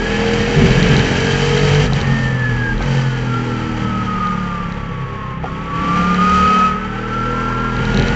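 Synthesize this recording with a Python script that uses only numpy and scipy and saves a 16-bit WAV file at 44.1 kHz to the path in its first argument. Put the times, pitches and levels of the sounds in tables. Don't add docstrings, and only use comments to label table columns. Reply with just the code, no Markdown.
import sys
import numpy as np
from scipy import signal
from scipy.fft import rfft, irfft, next_fast_len
from scipy.io import wavfile

SR = 44100
rng = np.random.default_rng(int(sys.argv[2]) if len(sys.argv) > 2 else 0)


def unload_audio(sound):
    columns = np.transpose(np.atleast_2d(sound))
    steps = np.round(np.clip(columns, -1, 1) * 32767)
    wavfile.write(sys.argv[1], SR, steps.astype(np.int16))


def gain_from_decibels(decibels):
    exponent = np.asarray(decibels, float) / 20
    return 10 ** exponent


N = 359415

# time_s, cycle_hz, order1_db, order3_db, order5_db, order6_db, order8_db
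ENGINE_NOTES = [(0.0, 40.4, -25, -38, -28, -25, -31), (0.11, 41.15, -29, -31.0, -26.0, -40, -35.0),
                (0.3, 42.2, -25.5, -28.5, -22.5, -46, -32), (0.5, 42.8, -27.0, -27.5, -25.0, -32, -40),
                (0.7, 43.5, -23, -19, -27, -38, -36.0), (0.88, 44.35, -31, -19.5, -23.0, -33, -36),
                (1.11, 44.82, -33, -25, -28, -27, -34.0), (1.43, 46.65, -27.0, -17, -27.0, -39, -40.0),
                (1.6, 47.43, -28.0, -17.5, -39, -39, -36), (1.77, 48.8, -25, -13.5, -32.0, -34, -31.0),
                (1.86, 48.86, -20, -19.5, -26, -46, -34), (1.93, 45.8, -29, -15, -29.5, -39, -51),
                (2.18, 44.45, -29.0, -18.5, -21.5, -31, -43), (2.38, 42.2, -39.0, -19.5, -43, -34.0, -46),
                (2.54, 40.5, -25, -19.0, -41.0, -25.5, -39), (2.7, 39.1, -30, -20.5, -48, -28, -32),
                (2.77, 41.03, -20, -32, -30, -35, -36), (2.84, 45.06, -21, -21.5, -28.5, -35, -41),
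                (2.95, 45.36, -34, -13, -24, -39.0, -38), (3.2, 42.12, -30, -20.5, -35, -31, -42),
                (3.45, 40.37, -38, -21.5, -32.5, -25, -33.5), (3.7, 39.54, -33, -27, -31.0, -26.0, -29),
                (4.0, 38.18, -35, -23.5, -23.5, -28.5, -33.5), (4.27, 36.79, -32.0, -34, -23.5, -30, -51),
                (4.86, 34.16, -33, -34, -28.5, -39, -43.5), (5.11, 33.27, -36, -30, -36.5, -43, -54),
                (5.45, 32.44, -40, -52, -27.5, -33.5, -39.5), (5.7, 33.97, -37, -54, -29, -35.5, -37),
                (5.9, 35.1, -44, -40, -22.0, -27.5, -28.5), (6.15, 36.25, -34, -34.5, -16.5, -28.5, -41),
                (6.51, 38, -38, -44, -20.5, -27.0, -48), (6.67, 37.7, -33.0, -47, -22.5, -29.0, -50),
                (6.94, 38.82, -33, -29, -29, -36, -37), (7.26, 40.5, -29.5, -26, -28.5, -29, -37),
                (7.72, 40.91, -28.5, -26.5, -28.5, -28, -41), (8.04, 42.78, -18.5, -20, -20.5, -28.5, -36),
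                (8.15, 43.16, -27, -27.0, -43, -30.0, -34)]
# order, on_power_db, off_throttle_db
UNEVEN_FIRING = [(2, -30, -38.5), (4, -28.5, -32), (7, -37, -46), (12, -43.5, -43.5), (13, -37.5, -50.5),
                 (14, -42.5, -53), (15, -41, -51.5), (16, -42, -51), (17, -51, -58.5), (18, -41, -56.5),
                 (19, -44, -57), (20, -40, -53)]
# time_s, order9_db, order10_db, order11_db
INTAKE_BARK = [(0.0, -41, -25.5, -27.8), (0.29, -48, -50, -19), (0.58, -26, -28, -23.5),
               (0.87, -28.1, -25, -27.5), (1.16, -30.5, -28, -32.5), (1.46, -25.5, -20, -43),
               (1.749, -20, -24.5, -41), (2.04, -41, -43, -49), (2.33, -46, -40.5, -32.5),
               (2.91, -48, -36, -31.5), (3.2, -46, -36, -30.5), (3.49, -44, -28.5, -36),
               (3.78, -53, -45, -37), (4.37, -44, -39.5, -53), (5.241, -56, -45.2, -53.5),
               (5.53, -38, -63, -35), (5.82, -32.5, -47.4, -42.5), (6.4, -51, -42.4, -30),
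               (6.69, -54, -46, -32), (6.99, -47, -42.5, -32), (7.57, -34.5, -36, -31),
               (7.86, -35.5, -34.5, -28.5), (8.15, -34, -34, -28.5)]
# pitch_hz, width_hz, lift_db
CABIN_BOOM = [(168, 35, -7.5), (471, 20, 7), (806, 87, 5.5)]
# time_s, pitch_hz, level_db
AXLE_WHINE = [(1.95, 1810, -41), (2.05, 1838, -31), (2.25, 1798, -24.5), (2.35, 1752, -28.5),
              (2.45, 1723, -21), (2.55, 1691.0, -28.5), (2.65, 1630, -23.0), (2.75, 1614, -21.5),
              (2.85, 1527, -35.8), (3.05, 1497, -35.5), (3.15, 1435, -34), (3.25, 1392, -41),
              (3.35, 1363, -22.5), (3.45, 1380, -34), (3.55, 1341.0, -31.5), (3.75, 1314, -35),
              (3.95, 1277, -25.5), (4.05, 1273, -22), (4.15, 1249.0, -23), (4.25, 1234, -18),
              (4.35, 1230, -24), (4.45, 1212, -29.5), (4.55, 1189, -25.5), (4.65, 1178, -29),
              (4.75, 1154, -37), (4.95, 1134, -34.5), (5.25, 1077, -30.5), (5.35, 1061, -33),
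              (5.45, 1079, -32), (5.55, 1097, -33.5), (5.65, 1140, -33.5), (5.75, 1140, -23),
              (5.95, 1176.0, -19), (6.15, 1211, -18.5), (6.25, 1238, -14), (6.35, 1253, -12.5),
              (6.65, 1274, -12.5), (6.75, 1265, -22), (6.85, 1308, -24.5), (6.95, 1330, -32),
              (7.05, 1333, -28), (7.15, 1344.0, -22.5), (7.65, 1367, -22.5), (7.75, 1369, -27),
              (7.85, 1408, -25), (7.95, 1419, -27.5), (8.15, 1449.0, -27.5)]
# time_s, pitch_hz, level_db
GEARBOX_WHINES = [
    [(0.0, 1650, -23.5), (0.2, 1732, -30), (0.4, 1844, -32), (0.6, 1742, -33), (0.8, 1866, -45)],
    [(0.7, 1662, -35.1), (0.9, 1594, -27), (1.1, 1601, -47), (1.3, 1611, -23.5), (1.5, 1651, -43),
     (1.7, 1735, -36.2), (1.9, 1732, -53)],
    [(1.3, 1240, -48), (1.6, 1270, -29), (1.9, 1302, -42.1)],
    [(1.1, 1610, -27), (1.3, 1726, -32), (1.5, 1723, -43), (1.7, 1837, -42), (1.9, 1720, -39)],
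    [(2.95, 1777.0, -33), (3.25, 1630.0, -38), (3.85, 1515.0, -44), (4.45, 1404.0, -32),
     (4.75, 1351.0, -37), (5.35, 1262.0, -41), (5.65, 1315.0, -33.5), (5.95, 1375.0, -25),
     (6.25, 1434.0, -26.5), (6.55, 1475.0, -32.8), (6.85, 1515.0, -36), (7.45, 1588.0, -30.5),
     (8.05, 1677.0, -35)],
    [(5.45, 1400, -32.5), (5.58, 1380, -48)],
    [(5.47, 1200, -33), (5.58, 1009, -45.5)],
]
# centre_s, half_length_s
TEETH_PART = [(2.768, 0.038), (3.432, 0.011), (3.598, 0.0094), (4.051, 0.02), (5.428, 0.048),
              (4.195, 0.0064), (4.366, 0.009), (6.169, 0.014), (6.801, .012), (6.88, 0.0072), (6.95, 0.011),
              (7.018, 0.014), (7.089, 0.017), (7.854, 0.017)]
# time_s, pitch_hz, level_db
TYRE_SCRUB = [
    (7.15, 929, -61),
    (7.35, 1032, -32.5),
    (7.68, 1047, -31),
    (7.8, 887, -33.5),
    (8.15, 853.4, -40),
]
# pitch_hz, width_hz, lift_db
PANEL_MODES = [(1704, 10, 8), (2260, 85, 3.5), (2570, 14, 8.5), (3073, 17, 11), (3870, 210, 5),
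               (5130, 73, -6.5), (5540, 37, 4), (5940, 35, 6.5)]
# time_s, floor_rumble_db, panel_roar_db, hiss_db
ROAR_LEVELS = [(0, -19, -30.0, -41.5), (0.1, -17.5, -27, -38.5), (0.5, -17, -26, -36.5),
               (0.6, -5.5, -24.5, -36), (0.75, -7.5, -24, -34.5), (0.97, -3, -23.5, -35.0),
               (1.1, -10, -25.5, -35), (1.4, -13, -26.5, -34.5), (1.7, -13.5, -25.0, -34),
               (1.86, -9.5, -26.5, -35), (1.89, -12, -32.0, -46), (1.92, -11, -33.5, -44),
               (1.95, -7, -28.5, -37), (2.05, -15.5, -29.0, -43.5), (2.25, -16, -31, -42),
               (2.33, -12.5, -32.5, -47.0), (2.55, -19.5, -32.5, -47), (2.73, -11.5, -33.5, -47.5),
               (2.77, -18.0, -34.5, -51), (2.83, -17, -31, -43), (2.95, -23, -30.0, -40.5),
               (3.1, -31, -33, -45.0), (3.25, -18.5, -33, -46.5), (3.8, -22, -33, -48.5),
               (4.2, -15, -33, -49.5), (4.45, -28, -34.5, -50.5), (4.75, -18, -35.5, -54.5),
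               (5.05, -25.0, -37.5, -59.0), (5.3, -20, -36, -58), (5.4, -26.0, -39, -64.0),
               (5.46, -19, -36.5, -54.5), (5.68, -23.5, -35, -55.5), (5.8, -12, -31, -47.5),
               (6, -22, -29, -43), (6.15, -19, -29, -43.5), (6.35, -24, -28.5, -38.5),
               (6.55, -18.5, -28.0, -40), (6.68, -28, -29, -43.5), (6.75, -21.5, -33.5, -53.0),
               (6.9, -31, -33.5, -53), (7.3, -27, -33, -48), (7.72, -24, -32.5, -49),
               (7.8, -8, -29.5, -46.0), (7.88, -16, -31.5, -44.5), (8, -12.5, -26.5, -42),
               (8.15, -10.5, -29.0, -43)]
# frequency_hz, level_db (per Hz)
RUMBLE_COLOUR = [(12, -44), (20, -6), (44, -2), (75, -7), (143, 2.5), (206, 1), (264, -19), (376, -28),
                 (400, -11.5), (520, -47), (880, -120)]
# frequency_hz, level_db (per Hz)
PANELS_ON_POWER = [(150, -40), (250, -2), (364, -15), (447, -1.5), (561, -14), (865, -11), (1070, -14.5),
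                   (1550, -10), (1710, -9), (2830, -14), (3060, -15.5), (3430, -24.5), (3800, -26.5),
                   (4940, -54.5), (8360, -120)]
# frequency_hz, level_db (per Hz)
PANELS_OFF_THROTTLE = [(150, -29.5), (250, -1), (377, -15.5), (484, 2), (681, -21), (865, 1.5),
                       (1000, -8.5), (1260, -3), (1510, -7.5), (1750, -4.5), (2610, -12), (3170, -15),
                       (3800, -27), (4940, -49.5), (8360, -120)]
# frequency_hz, level_db (per Hz)
HISS_COLOUR = [(1880, -25.5), (3200, -2.5), (3480, -18.5), (4720, -9), (5230, -16), (5830, -13.5),
               (6380, -18), (7130, -16), (7750, -11.5), (8590, -24.5), (11200, -85.5), (18900, -120)]
# start_s, peak_db, pitch_hz
FLOOR_THUMPS = [(0.563, 7, 143), (0.583, 3, 145), (0.614, 6.5, 229), (0.64, 5.5, 165), (0.734, -2, 138),
                (0.797, -3, 136), (0.82, -2, 133.7), (0.939, 1.5, 146.8), (0.974, 5, 209),
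                (1.931, -10, 132), (2.009, -1, 142.5), (2.79, -4, 129), (4.169, -11, 132.1),
                (5.289, -12.5, 154.1), (7.789, -4, 129.5), (7.939, 1, 193.6), (7.988, 2, 140),
                (8.019, -3.5, 218.5)]
# start_s, peak_db
LOOSE_KNOCKS = [(0.5828, -22), (0.6846, -20.5), (0.7077, -14), (0.7226, -17), (0.8285, -7), (0.9148, -14.5),
                (0.9662, -6.5), (0.9948, -9.5), (1.1587, -24), (1.205, -15), (1.3187, -33), (1.4057, -29),
                (1.4955, -27), (1.575, -17), (1.5955, -16), (1.727, -33), (1.7486, -12), (1.8654, -20),
                (1.9337, -9.5), (2.0043, -19), (2.0143, -12.5), (2.7798, -23), (2.8251, -17),
                (4.2713, -21.5), (4.7228, -23.5), (6.1454, -15.5), (7.7667, -21), (7.853, -15.5),
                (7.9453, -13.5), (7.974, -9), (7.9971, -10), (8.0242, -13), (8.0631, -22), (8.072, -19),
                (8.084, -13)]
# pitch_hz, level_db, fade_60db_s
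LOOSE_PART_MODES = [(3936, -0.5, .012), (4210, -4, 0.011), (5740, -10, .008), (5200, -6, 0.0022)]
# start_s, peak_db
DRIVELINE_CLUNKS = [
    (1.924, -15),
    (2.806, -22),
    (5.436, -25),
    (5.442, -21),
    (5.458, -29),
]
# pitch_hz, level_db, fade_60db_s
DRIVELINE_MODES = [(803, 0, 0.027), (1017, -7.5, 0.034), (483, -7, 0.07), (2350, -8, .015),
                   (756, -2.5, 0.042)]

IDLE_DB, FULL_DB = -34, -26
CEILING = 0.71


def rms_one(x):
    return x / np.sqrt(np.mean(x ** 2) + 1e-20)


def in_time(rows):
    time_s, *columns = np.transpose(rows)
    return [np.interp(np.arange(N) / SR, time_s, column) for column in columns]


def drift(rate_hz):
    step = 40
    r = np.exp(-2 * np.pi * rate_hz * step / SR)
    white = rng.standard_normal(N // step + 2002)
    slow = signal.lfilter([1], [1, -2 * r, r * r], white)[2000:]
    return np.interp(np.arange(N) / step, np.arange(len(slow)), rms_one(slow))


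def turns(hz):
    return 2 * np.pi * np.cumsum(hz) / SR


def lifted(hz, modes):
    return sum(db / (1 + (2 * (hz - f) / width) ** 2) for f, width, db in modes)


def coloured(white, spectrum, low_hz, high_hz, ringing=1):
    hz = np.arange(len(white) // 2 + 1) * SR / len(white) + 1
    points = np.array(spectrum)
    gain_db = np.interp(np.log(hz), np.log(points[:, 0]), points[:, 1])
    gain_db = gain_db + ringing * lifted(hz, PANEL_MODES)
    bins = rfft(white) * gain_from_decibels(gain_db)
    inside = irfft(bins * (hz > low_hz) * (hz < high_hz), len(white))
    return irfft(bins, len(white))[:N] / np.std(inside)


def strike(events, modes, spread_db):
    rows, out = np.array(events), np.zeros(N)
    luck = rng.standard_normal((len(rows), len(modes)))
    for k, (hz, level_db, fade_s) in enumerate(modes):
        clicks = np.full(N, 1e-18)
        clicks[(rows[:, 0] * SR).astype(int)] = gain_from_decibels(rows[:, 1] + level_db + spread_db * luck[:, k])
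        r = gain_from_decibels(-60 / (fade_s * SR))
        w = 2 * np.pi * hz / SR
        out += signal.lfilter([0, np.sin(w)], [1, -2 * r * np.cos(w), r * r], clicks)
    return out


def engine(load):
    cycle_hz, *boom_db = in_time(ENGINE_NOTES)
    phase = turns(cycle_hz)
    lines = list(zip((1, 3, 5, 6, 8), boom_db))
    for order, db in zip((9, 10, 11), in_time(INTAKE_BARK)):
        lines.append((order, db - 3.6 * (1 - load)))
    for order, on_db, off_db in UNEVEN_FIRING:
        db = off_db + (on_db - off_db) * load
        db = db + lifted(order * cycle_hz, CABIN_BOOM)
        lines.append((order, db + 3.6 * drift(3.8)))

    flutter = 0.012 * drift(30)
    tones = np.zeros(N)
    for order, db in lines:
        level = gain_from_decibels(db + 1.26 * drift(14))
        offset = 1.33 * rng.standard_normal() + 0.27 * drift(6)
        tones += level * np.sin(order * (phase + flutter) + offset)
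    return np.sqrt(2) * tones, phase


def final_drive(load):
    hz, db = in_time(AXLE_WHINE)
    t = np.arange(N) / SR
    phase = turns(hz) + 0.35 * drift(25)
    contact = 1.0 * (t > AXLE_WHINE[0][0])
    for centre_s, half_s in TEETH_PART:
        contact *= 1 - 1.01 * np.exp(-((t - centre_s) / half_s) ** 4)
    throb = 1 + 0.3 * (1 - load) * np.sin(phase / 30)
    octave = gain_from_decibels(-18) * np.sqrt(load) * (t > 5.6) * np.sin(2 * phase)
    return gain_from_decibels(db + 0.83 * drift(10)) * contact * (throb * np.sin(phase) + octave)


def gearbox():
    out = np.zeros(N)
    for rows in GEARBOX_WHINES:
        first, last = rows[0], rows[-1]
        fade_in = (first[0] - 0.03, first[1], -70)
        fade_out = (last[0] + 0.11, last[1], -70)
        hz, db = in_time([fade_in] + list(rows) + [fade_out])
        level = gain_from_decibels(db - 2.5 + 2.5 * drift(34))
        out += level * np.sin(turns(hz) + 0.28 * drift(20))
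    return out


def gears(load):
    return np.sqrt(2) * (final_drive(load) + gearbox())


def thumps():
    out, t = np.zeros(N), np.arange(round(0.2 * SR)) / SR
    envelope = (1 - np.exp(-t / 0.004)) * np.exp(-t / 0.025)
    panel = 0.27 * np.sin(2 * np.pi * 385 * t)
    for start_s, db, hz in FLOOR_THUMPS:
        at = round(start_s * SR)
        floor = np.sin(2 * np.pi * hz * t)
        heave = 0.45 * np.sin(np.pi * hz * t)
        swing = gain_from_decibels(db - 9) * envelope * (floor + heave + panel)
        out[at:at + len(t)] += swing[:N - at]
    return out


def rattles():
    return gain_from_decibels(-5.5) * strike(LOOSE_KNOCKS, LOOSE_PART_MODES, spread_db=1.0)


def clunks():
    return strike(DRIVELINE_CLUNKS, DRIVELINE_MODES, spread_db=4.5)


def tyres():
    hz, db = in_time(TYRE_SCRUB)
    phase = turns(hz)
    return gain_from_decibels(db) * (drift(70) * np.sin(phase) + drift(70) * np.cos(phase))


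def roar(phase, load):
    rumble_db, panel_db, hiss_db = in_time(ROAR_LEVELS)
    white = rng.standard_normal((3, next_fast_len(N)))
    beat = 0.9 * np.cos(8 * phase) + 0.8 * np.cos(5 * phase + 1.1)
    beat += 0.6 * np.cos(phase) + 0.6 * np.cos(2 * phase + 2.1)
    shake = drift(30)

    burble_db = 4.5 * (1 - load) * np.cos(phase)
    rumble_level = gain_from_decibels(rumble_db - 10.5 + burble_db + 2.5 * drift(7))
    rumble = rumble_level * coloured(white[0], RUMBLE_COLOUR, 20, 300)

    on_power = coloured(white[1], PANELS_ON_POWER, 1700, 2900)
    off_throttle = coloured(white[1], PANELS_OFF_THROTTLE, 1380, 3600, ringing=0.35)
    panels = load ** 2 * on_power + (1 - load ** 2) * off_throttle
    panels = gain_from_decibels(panel_db + 0.2 + 0.56 * beat + 0.53 * shake) * panels

    hiss_level = gain_from_decibels(hiss_db + 0.13 + 1.1 * beat + 0.7 * shake + 0.7 * drift(120))
    hiss = hiss_level * coloured(white[2], HISS_COLOUR, 5400, 8000)
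    return rumble + panels + hiss


def scene():
    panel_db = in_time(ROAR_LEVELS)[1]
    load = np.clip((panel_db - IDLE_DB) / (FULL_DB - IDLE_DB), 0, 1)
    tones, phase = engine(load)
    knocks = rattles() + clunks()
    mix = tones + gears(load) + thumps() + knocks + tyres() + roar(phase, load)
    return mix[None]


def roll_off(x):
    return signal.sosfilt(signal.butter(12, 15830, fs=SR, output="sos"), x)


def record(dry):
    overloaded = np.clip(dry, -CEILING, CEILING)
    treble_cut = signal.cheby2(10, 55, 8700, fs=SR, output="sos")
    cut = signal.sosfilt(treble_cut, overloaded)
    finished = np.clip(gain_from_decibels(-0.2) * cut, -CEILING, CEILING)
    return roll_off(finished)


dry = scene()
out = record(dry)
unload_audio(out)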